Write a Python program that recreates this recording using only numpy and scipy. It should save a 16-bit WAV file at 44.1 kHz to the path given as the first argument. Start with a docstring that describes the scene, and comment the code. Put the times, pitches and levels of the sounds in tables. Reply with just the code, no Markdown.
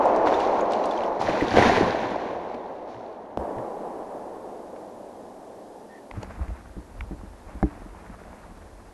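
"""A blast's echo rolls through a spruce forest while the beams of a blasted wooden tower snap and knock.
The frame crashes down, splintering and shaking the ground; a last sharp report starts a new echo.
Impacts radiate short pressure pulses, and scattering by the trunks draws the bangs out into a roll.
A far bird whistles, then the echo breaks off and a handled camera thumps, clicks and rustles.
A faint breeze and microphone hiss lie underneath."""
import sys
import numpy as np
from scipy import signal
from scipy.fft import rfft, irfft, next_fast_len
from scipy.io import wavfile
from scipy.ndimage import map_coordinates

SR = 44100
rng = np.random.default_rng(int(sys.argv[2]) if len(sys.argv) > 2 else 0)


def pcm_store(signal):
    """Save signal as 16-bit PCM."""
    levels = np.round(np.clip(np.atleast_2d(signal), -1, 1) * 32767)
    wavfile.write(sys.argv[1], SR, levels.astype(np.int16).T)


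N = 393813
T = np.arange(N) / SR
AGE = np.arange(SR // 3) / SR  # time since the onset of one event, in s
BLAST_S, CRASH_S, REPORT_S, HANDLING_S = -1, 1.537, 3.374, 6.11


# beam strikes beam: t/s, peak level/dB, f/Hz
BEAM_BLOWS = [(.2718, -6, 745), (.5955, -12.5, 730), (1.2135, -12.5, 800), (1.226, -13.5, 680),
              (1.285, -17, 627), (1.423, -17, 380), (1.5722, -2.5, 480), (1.5849, 0, 600),
              (1.623, -12.5, 330), (1.809, -9, 350), (1.9475, -13, 620)]
# beam lands on soil: t/s, nominal level/dB, f/Hz
SOIL_THUDS = [(1.238, -29, 92.5), (1.287, -14, 332), (1.418, -11.5, 286), (1.443, -16, 352),
              (1.539, -9, 316), (1.572, -26, 90), (1.668, -18.5, 116), (1.762, -21, 288), (1.821, -12, 226),
              (1.851, -22, 172), (2.111, -23, 195), (2.544, -25, 247), (2.949, -35.5, 119),
              (3.563, -26, 123)]

def timbers():
    """Impact: wood on wood gives a pulse that is shorter the harder the blow; soil gives a dull thud."""
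    out = np.zeros(N)
    for s, db, hz in BEAM_BLOWS:
        add(out, s, db, pulse(hz, cycles=0.37 * amp(-0.5 * db)))
        crushed_fibres = band_noise(hz, width=0.89) * decay(t60=0.061)
        add(out, s, db - 14.5, crushed_fibres)
    for s, db, hz in SOIL_THUDS:
        soil = lowpass(rng.standard_normal(len(AGE)), 2 * hz) * decay(t60=0.095)
        add(out, s, db - 8, pulse(hz, cycles=1.8))
        add(out, s, db - 6, soil)
    return out


# parts of the frame give way: t/s, duration/s, splinter level/dB, twig level/dB, ground level/dB
FRAME_BREAKS = [(0, 0.17, -52, -50, -46), (0.25, 0.19, -35, -43, -48), (0.69, 0.29, -46, -48.5, -56),
                (1.191, 0.04, -39, -40, -36.5), (1.277, 0.1, -30, -42.5, -53),
                (1.46, 0.11, -30, -38.5, -32.5), (1.552, 0.11, -19.5, -32.5, -25.5),
                (2.875, 0.041, -60, -58, -77)]
# spectra of splintering planks, crackling twigs and shaking ground: f/Hz, relative level/dB
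SPLINTER_SPECTRUM = [(150, -10), (210, 6), (350, 6), (600, 5), (1000, 6), (1250, -5.5), (1480, 1),
                     (1900, -0.5), (2600, -7.5), (4000, -13), (9000, -46)]
TWIG_SPECTRUM = [(800, -5), (2000, 4.5), (3000, -1), (4200, 1), (5000, -5), (5900, -3), (7400, -12.5),
                 (8300, -26), (9200, -16.5), (12000, -25.5)]
GROUND_SPECTRUM = [(20, -10), (90, 8), (220, 9), (330, -0.5), (600, -3), (2000, -75)]

def collapse():
    """Brittle fracture: planks and twigs fail in swarms of cracks as the frame shakes the ground."""
    _, _, splinter_db, twig_db, ground_db = np.transpose(FRAME_BREAKS)
    planks = clatter(rate=600, spread_db=4, hz=1500, cycles=1.2)
    sticks = clatter(rate=300, spread_db=4.5, hz=4000, cycles=0.9)
    # the noise is the share of the cracks already smeared by the trees
    splinters = coloured(planks + 3.4 * noise(), SPLINTER_SPECTRUM)
    twigs = coloured(sticks + 1.93 * noise(), TWIG_SPECTRUM)
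    ground = coloured(impulses(rate=700, spread_db=2), GROUND_SPECTRUM)
    splinters *= break_envelope(splinter_db, fall_db_per_s=34.5)
    twigs *= break_envelope(twig_db, fall_db_per_s=42)
    ground *= break_envelope(ground_db, fall_db_per_s=47)
    return (splinters + twigs) * flutter(rate=29.78, depth_db=1) + ground


def break_envelope(levels_db, fall_db_per_s):
    """Incoherent sources add in power: each break swells and dies, leaving a tail of settling debris."""
    power, rise_s = 0, 0.016
    for (s, length, *_), db in zip(FRAME_BREAKS, levels_db):
        fracture = swell(s, length, rise_s, fall_db_per_s)
        debris = amp(-19.5) ** 2 * swell(s, length, rise_s, fall_db_per_s=13)
        power += amp(db) ** 2 * (fracture + debris)
    return np.sqrt(power)


# wood snaps and the last pieces drop: t/s, level at the source/dB, f/Hz, ringing share (0-1)
WOOD_SNAPS = [(.053, -39, 5500, 0), (.161, -33.5, 4150, .1), (.270, -33, 2400, 0.2),
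              (.341, -29.5, 3550, 0.74), (.401, -28, 2870, 0.4), (.608, -39, 6750, .8),
              (.719, -35.5, 4600, 0), (.733, -26, 2700, 0.2), (.839, -31, 2280, 0.2),
              (.855, -34.5, 5600, 0), (.91, -32, 3500, 0.7), (.975, -33.5, 3150, 0.5),
              (1.035, -34, 3100, 0.6), (1.216, -30.5, 4150, 0), (1.408, -21.5, 1850, 0.9),
              (1.563, -33, 3650, .1), (1.624, -13.5, 1850, 0.9), (2.543, -39, 2200, 0.2),
              (3.583, -39, 1740, 0.74), (4.76, -45, 1650, 0.4)]

def snapping_wood():
    """Absorption: distance and needles take the top off the cracks of snapping wood."""
    cracks = ticks(WOOD_SNAPS, t60=0.024, width=0.65, rise_s=0.0012, jitter_rad=0.11)
    return lowpass(cracks, 9500)


def report():
    """A pressure transient: one sharp swing with a crack on its front, then a low boom."""
    out = np.zeros(N)
    add(out, REPORT_S, -11, pulse(620, cycles=0.34))
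    add(out, REPORT_S - 0.0005, -27, pulse(2800, cycles=0.16))
    add(out, REPORT_S + 0.0012, -25, pulse(224, cycles=0.57))
    add(out, REPORT_S + 0.013, -32, pulse(66, cycles=0.9))
    return out


# echoes of the blast (before t = 0), the crash and the report:
# t/s, level/dB, absorption/(dB/s), time in which spreading halves the power/s
FOREST_ECHOES = [(BLAST_S, -7, 5.95, 0.5), (CRASH_S, -22.5, 12.3, 0.8), (REPORT_S, -31, 3.64, 0.85)]
# spectra of the early and the late roll: f/Hz, relative level/dB
EARLY_SPECTRUM = [(25, -24), (140, -29), (200, -14.5), (330, -5), (600, 1.5), (820, 0.5), (1050, -5.5),
                  (1270, -16), (1800, -25.5), (3000, -37.5), (8000, -86)]
LATE_SPECTRUM = [(25, -14), (125, -13), (185, -1), (330, 3.5), (560, 5), (780, 1), (1040, -8.5),
                 (1270, -21), (1750, -23.5), (2500, -39), (8000, -51)]

def forest_echo():
    """Multiple scattering: thousands of trunks return each bang, weaker the longer the path."""
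    first_return_s, power = 0.0096, 0
    for s, db, absorption, halving_s in FOREST_ECHOES:
        returns = swell(s + first_return_s, length=0, rise_s=0.013, fall_db_per_s=absorption)
        spreading = 1 + np.maximum(T - s, 0) / halving_s
        power += amp(db) ** 2 * returns / spreading
    early = coloured(impulses(rate=12000, spread_db=2), EARLY_SPECTRUM)
    late = coloured(impulses(rate=12000, spread_db=2), LATE_SPECTRUM)
    late_share = fade_in(0, 6.85)
    roll = np.sqrt(1 - late_share) * early + np.sqrt(late_share) * late
    cutoff = 1 - fade_in(HANDLING_S, 0.02)
    return np.sqrt(power) * cutoff * flutter(rate=14, depth_db=0.5) * roll


def near_trunks(x, t60):
    """Reverberation: nearby trees scatter a short tail after a sound."""
    tail = rng.standard_normal(len(AGE)) * decay(t60) * (1 - np.exp(-AGE / 0.0037))
    return signal.fftconvolve(x, tail / np.linalg.norm(tail))[:N]


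# bumps on the camera: t/s, case peak level/dB, sway peak level/dB, sway f/Hz
CAMERA_BUMPS = [(6.173, -30.5, -26, 103), (6.39, -30, -44, 75.8), (6.404, -46, -22.5, 62),
                (6.48, -33, -25, 58), (6.504, -49, -26, 65.3), (6.767, -26, -32, 58.6),
                (7.008, -40, -25.5, 53.7), (7.11, -24, -31, 55.4), (7.233, -32, -39, 60),
                (7.552, -29, -33, 60), (7.6282, -7, -17.5, 58)]
# modes of its case: f/Hz, relative level/dB, T60/s
CASE_MODES = [(125, -12, 0.16), (189.5, -0.5, 0.075), (293, -5.5, 0.17), (323, -2, 0.096), (413, -11, 0.11),
              (580, -6, 0.03), (776, -8.5, 0.044), (1220, -16, .015), (1720, -2, 0.013), (2090, -7, 0.026)]

def camera_bumps():
    """Modal vibration: a bump rings the case, brighter when harder, and rocks the camera's mount."""
    out = np.zeros(N)
    for s, case_db, sway_db, sway_hz in CAMERA_BUMPS:
        ring = sum(amp(db) * decay(t60) * np.sin(2 * np.pi * (hz * AGE + rng.normal(0, 0.23)))
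                   for hz, db, t60 in CASE_MODES)
        contact_hz = 1400 * amp(0.5 * case_db)
        through_shell = lowpass(lowpass(ring, contact_hz), 2400, order=4)
        add(out, s, case_db, through_shell)
        add(out, s, sway_db, pulse(sway_hz, cycles=0.71))
    return out


# the hand shifts on the camera: t/s, duration/s, sway level/dB, rustle level/dB
GRIP_SHIFTS = [(6.11, 0.36, -42.5, -44.5), (6.892, 0.28, -41.5, -53), (7.437, 0.39, -44.5, -49),
               (7.914, 0.49, -67, -48.5)]
# spectra of the swaying body and the rubbing skin: f/Hz, relative level/dB
SWAY_SPECTRUM = [(15, -24), (40, 1.5), (60, -1), (90, -5.5), (130, -19.5), (1000, -65)]
RUSTLE_SPECTRUM = [(100, -15), (180, 15.5), (380, -1), (750, 6), (1700, -2.5), (2500, -9.5), (3200, -21),
                   (9000, -31)]

def hand_grip():
    """Stick-slip friction: skin rustles on the case in short scrapes as the hand sways the camera."""
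    sway_power, rustle_power = amp(-48.5) ** 2, amp(-53.5) ** 2  # the hand at rest
    for s, length, sway_db, rustle_db in GRIP_SHIFTS:
        shift = swell(s, length, rise_s=0.047, fall_db_per_s=55)
        sway_power += amp(sway_db) ** 2 * shift
        rustle_power += amp(rustle_db) ** 2 * shift
    sway = np.sqrt(sway_power) * flutter(rate=15, depth_db=2.7) * coloured(noise(), SWAY_SPECTRUM)
    catches = clatter(rate=120, spread_db=3, hz=1700, cycles=0.8)
    slips = unit(flutter(rate=45, depth_db=2.2) * noise())
    rustle = np.sqrt(rustle_power) * coloured(0.22 * catches + slips, RUSTLE_SPECTRUM)
    return (sway + rustle) * fade_in(HANDLING_S, 0.0085)


# the camera's parts click: t/s, peak level/dB, f/Hz, ringing share (0-1)
PART_CLICKS = [(6.112, -30.5, 2070, .65), (6.1125, -28, 875, 0.2), (6.23, -35.5, 4400, 0.43),
               (6.2305, -40, 2200, 0.5), (6.231, -25, 580, .6), (6.308, -38, 750, .3),
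               (6.482, -41, 2000, .1), (7.008, -26, 2200, 0.88), (7.0085, -27, 930, 0),
               (7.6285, -43, 3500, 0.1)]

def camera_clicks():
    """Damped vibration: small parts click and fall silent within milliseconds."""
    return ticks(PART_CLICKS, t60=0.011, width=0.58, rise_s=0.00021, jitter_rad=0.05)


def bird():
    """Frequency modulation: a far bird's one whistle sags in pitch, hoarse with phase jitter."""
    out = np.zeros(N)
    hz, length_s = 1900 - 1100 * AGE, 0.15
    phase = 2 * np.pi * np.cumsum(hz) / SR + phase_drift(jitter_rad=0.08)
    arch = np.sin(np.pi * np.minimum(AGE / length_s, 1))
    add(out, s=5.87, db=-51.5, sound=np.sin(phase) * arch)
    return near_trunks(out, t60=0.1)


# air in the treetops: f/Hz, relative level/dB
BREEZE_SPECTRUM = [(30, -12), (120, -4.5), (250, 2.5), (700, -1.5), (1050, -7), (1300, -17), (1800, -15.5),
                   (2600, -37), (8000, -47)]

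def breeze():
    """Flow noise: air moves faintly and steadily through the treetops."""
    return amp(-51) * coloured(noise(), BREEZE_SPECTRUM)


# the microphone's noise floor: f/Hz, relative level/dB
HISS_SPECTRUM = [(30, 6.5), (4000, 2), (12000, -1)]

def hiss():
    """Self-noise: the microphone's hiss, which steps up as the last report arrives."""
    step = fade_in(REPORT_S - 0.002, 0.0041)
    return ((1 - step) * amp(-74) + step * amp(-61)) * coloured(noise(), HISS_SPECTRUM)


def ticks(rows, t60, width, rise_s, jitter_rad):
    """Impulsive excitation: each snap or click is a broad crack plus the piece's brief, uneven ring."""
    out = np.zeros(N)
    envelope = decay(t60) * (1 - np.exp(-AGE / rise_s))
    for s, db, hz, ring_share in rows:
        ring = unit(np.sin(2 * np.pi * hz * AGE + phase_drift(jitter_rad)))
        crack = band_noise(hz, width)
        add(out, s, db, ((1 - ring_share) * crack + ring_share * ring) * envelope)
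    return out


def clatter(rate, spread_db, hz, cycles):
    """Superposition of random small cracks, each a damped sine of its own pitch, size and life."""
    count = int(rate * N / SR)
    pitch, size, sign, life = rng.standard_normal((count, 4)).T[:, :, None]
    start = rng.integers(0, N, (count, 1))
    age = np.arange(SR // 64)
    turns = hz * np.exp(0.733 * pitch) * age / SR
    gain = amp(spread_db * np.clip(size, -2, 2)) * np.sign(sign)
    envelope = np.exp(-turns / (cycles * np.exp(0.5 * life))) * (1 - age / len(age))
    cracks = gain * np.sin(2 * np.pi * turns) * envelope
    return unit(np.bincount((start + age).ravel(), cracks.ravel(), N)[:N])


def pulse(hz, cycles):
    """A damped pressure swing whose envelope peaks after the given number of cycles."""
    u = hz * AGE / cycles
    return np.sin(2 * np.pi * hz * AGE) * u * np.exp(1 - u)


def impulses(rate, spread_db):
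    """Shot noise: randomly timed impulses of uneven size and sign."""
    hits = rng.random(N) < rate / SR
    return unit(hits * np.sign(noise()) * amp(spread_db * np.clip(noise(), -2, 2)))


def noise():
    """White Gaussian noise."""
    return rng.standard_normal(N)


def band_noise(hz, width):
    """A short stretch of band-passed noise around hz, at rms 1."""
    band = signal.butter(1, [hz / (1 + width), min(hz * (1 + width), SR / 3)], "band", fs=SR)
    return unit(signal.lfilter(*band, signal.lfilter(*band, rng.standard_normal(len(AGE)))))


def phase_drift(jitter_rad):
    """A random walk of phase, which broadens a tone."""
    return np.cumsum(rng.normal(0, jitter_rad, len(AGE)))


def flutter(rate, depth_db):
    """Amplitude modulation: a smooth random gain with rate knots a second."""
    knots = rng.standard_normal(int(N * rate / SR) + 4)
    return amp(depth_db * map_coordinates(knots, [T * rate]))


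def swell(s, length, rise_s, fall_db_per_s):
    """Power that rises at s, holds until s + length, then decays exponentially."""
    return (fade_in(s, rise_s) * amp(-fall_db_per_s * np.maximum(T - s - length, 0))) ** 2


def decay(t60):
    """Exponential damping by 60 dB in t60 seconds."""
    return amp(-60 * AGE / t60)


def fade_in(s, length):
    """A linear ramp from 0 to 1 that starts at s."""
    return np.clip((T - s) / length, 0, 1)


def lowpass(x, hz, order=2):
    """Attenuate x above the corner frequency."""
    return signal.lfilter(*signal.butter(order, hz, fs=SR), x)


def filtered(x, response):
    """Multiply the spectrum of x by a frequency response."""
    m = next_fast_len(N + 8192)
    return irfft(rfft(x, m) * response(np.fft.rfftfreq(m, 1 / SR)), m)[:N]


def coloured(x, spectrum):
    """Shape x by (f/Hz, level/dB) points, at rms 1."""
    f, db = np.transpose(spectrum)
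    return unit(filtered(x, lambda hz: amp(np.interp(np.log(hz + 1), np.log(f), db))))


def add(track, s, db, sound):
    """Place a sound at time s with its peak at db."""
    part = track[max(round(s * SR), 0):][:len(sound)]
    part += amp(db) * sound[:len(part)] / np.abs(sound).max()


def amp(db):
    """Decibels to gain."""
    return 10 ** (db / 20)


def unit(x):
    """Scale to rms 1."""
    return x / np.sqrt(np.mean(x ** 2) + 1e-20)


def scene():
    """Superposition: the fall, its echoes, the camera and the background add in one channel."""
    snaps = snapping_wood()
    knocks = timbers()
    tails = amp(-11.5) * near_trunks(snaps, t60=0.15) + amp(-27) * near_trunks(knocks, t60=0.47)
    forest = forest_echo() + collapse() + snaps + knocks + tails + report() + bird()
    handling = hand_grip() + camera_bumps() + camera_clicks()
    return (forest + handling + breeze() + hiss())[None]


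def record(dry):
    """Transducer limits: the camera notches the bass, saturates at full scale and cuts the top treble."""
    notch = signal.iirnotch(150.3, Q=5.4, fs=SR)
    saturated = np.clip(signal.lfilter(*notch, dry[0]), -1, 1)
    return filtered(saturated, lambda hz: hz < 11900)[None]


dry = scene()
out = record(dry)
pcm_store(out)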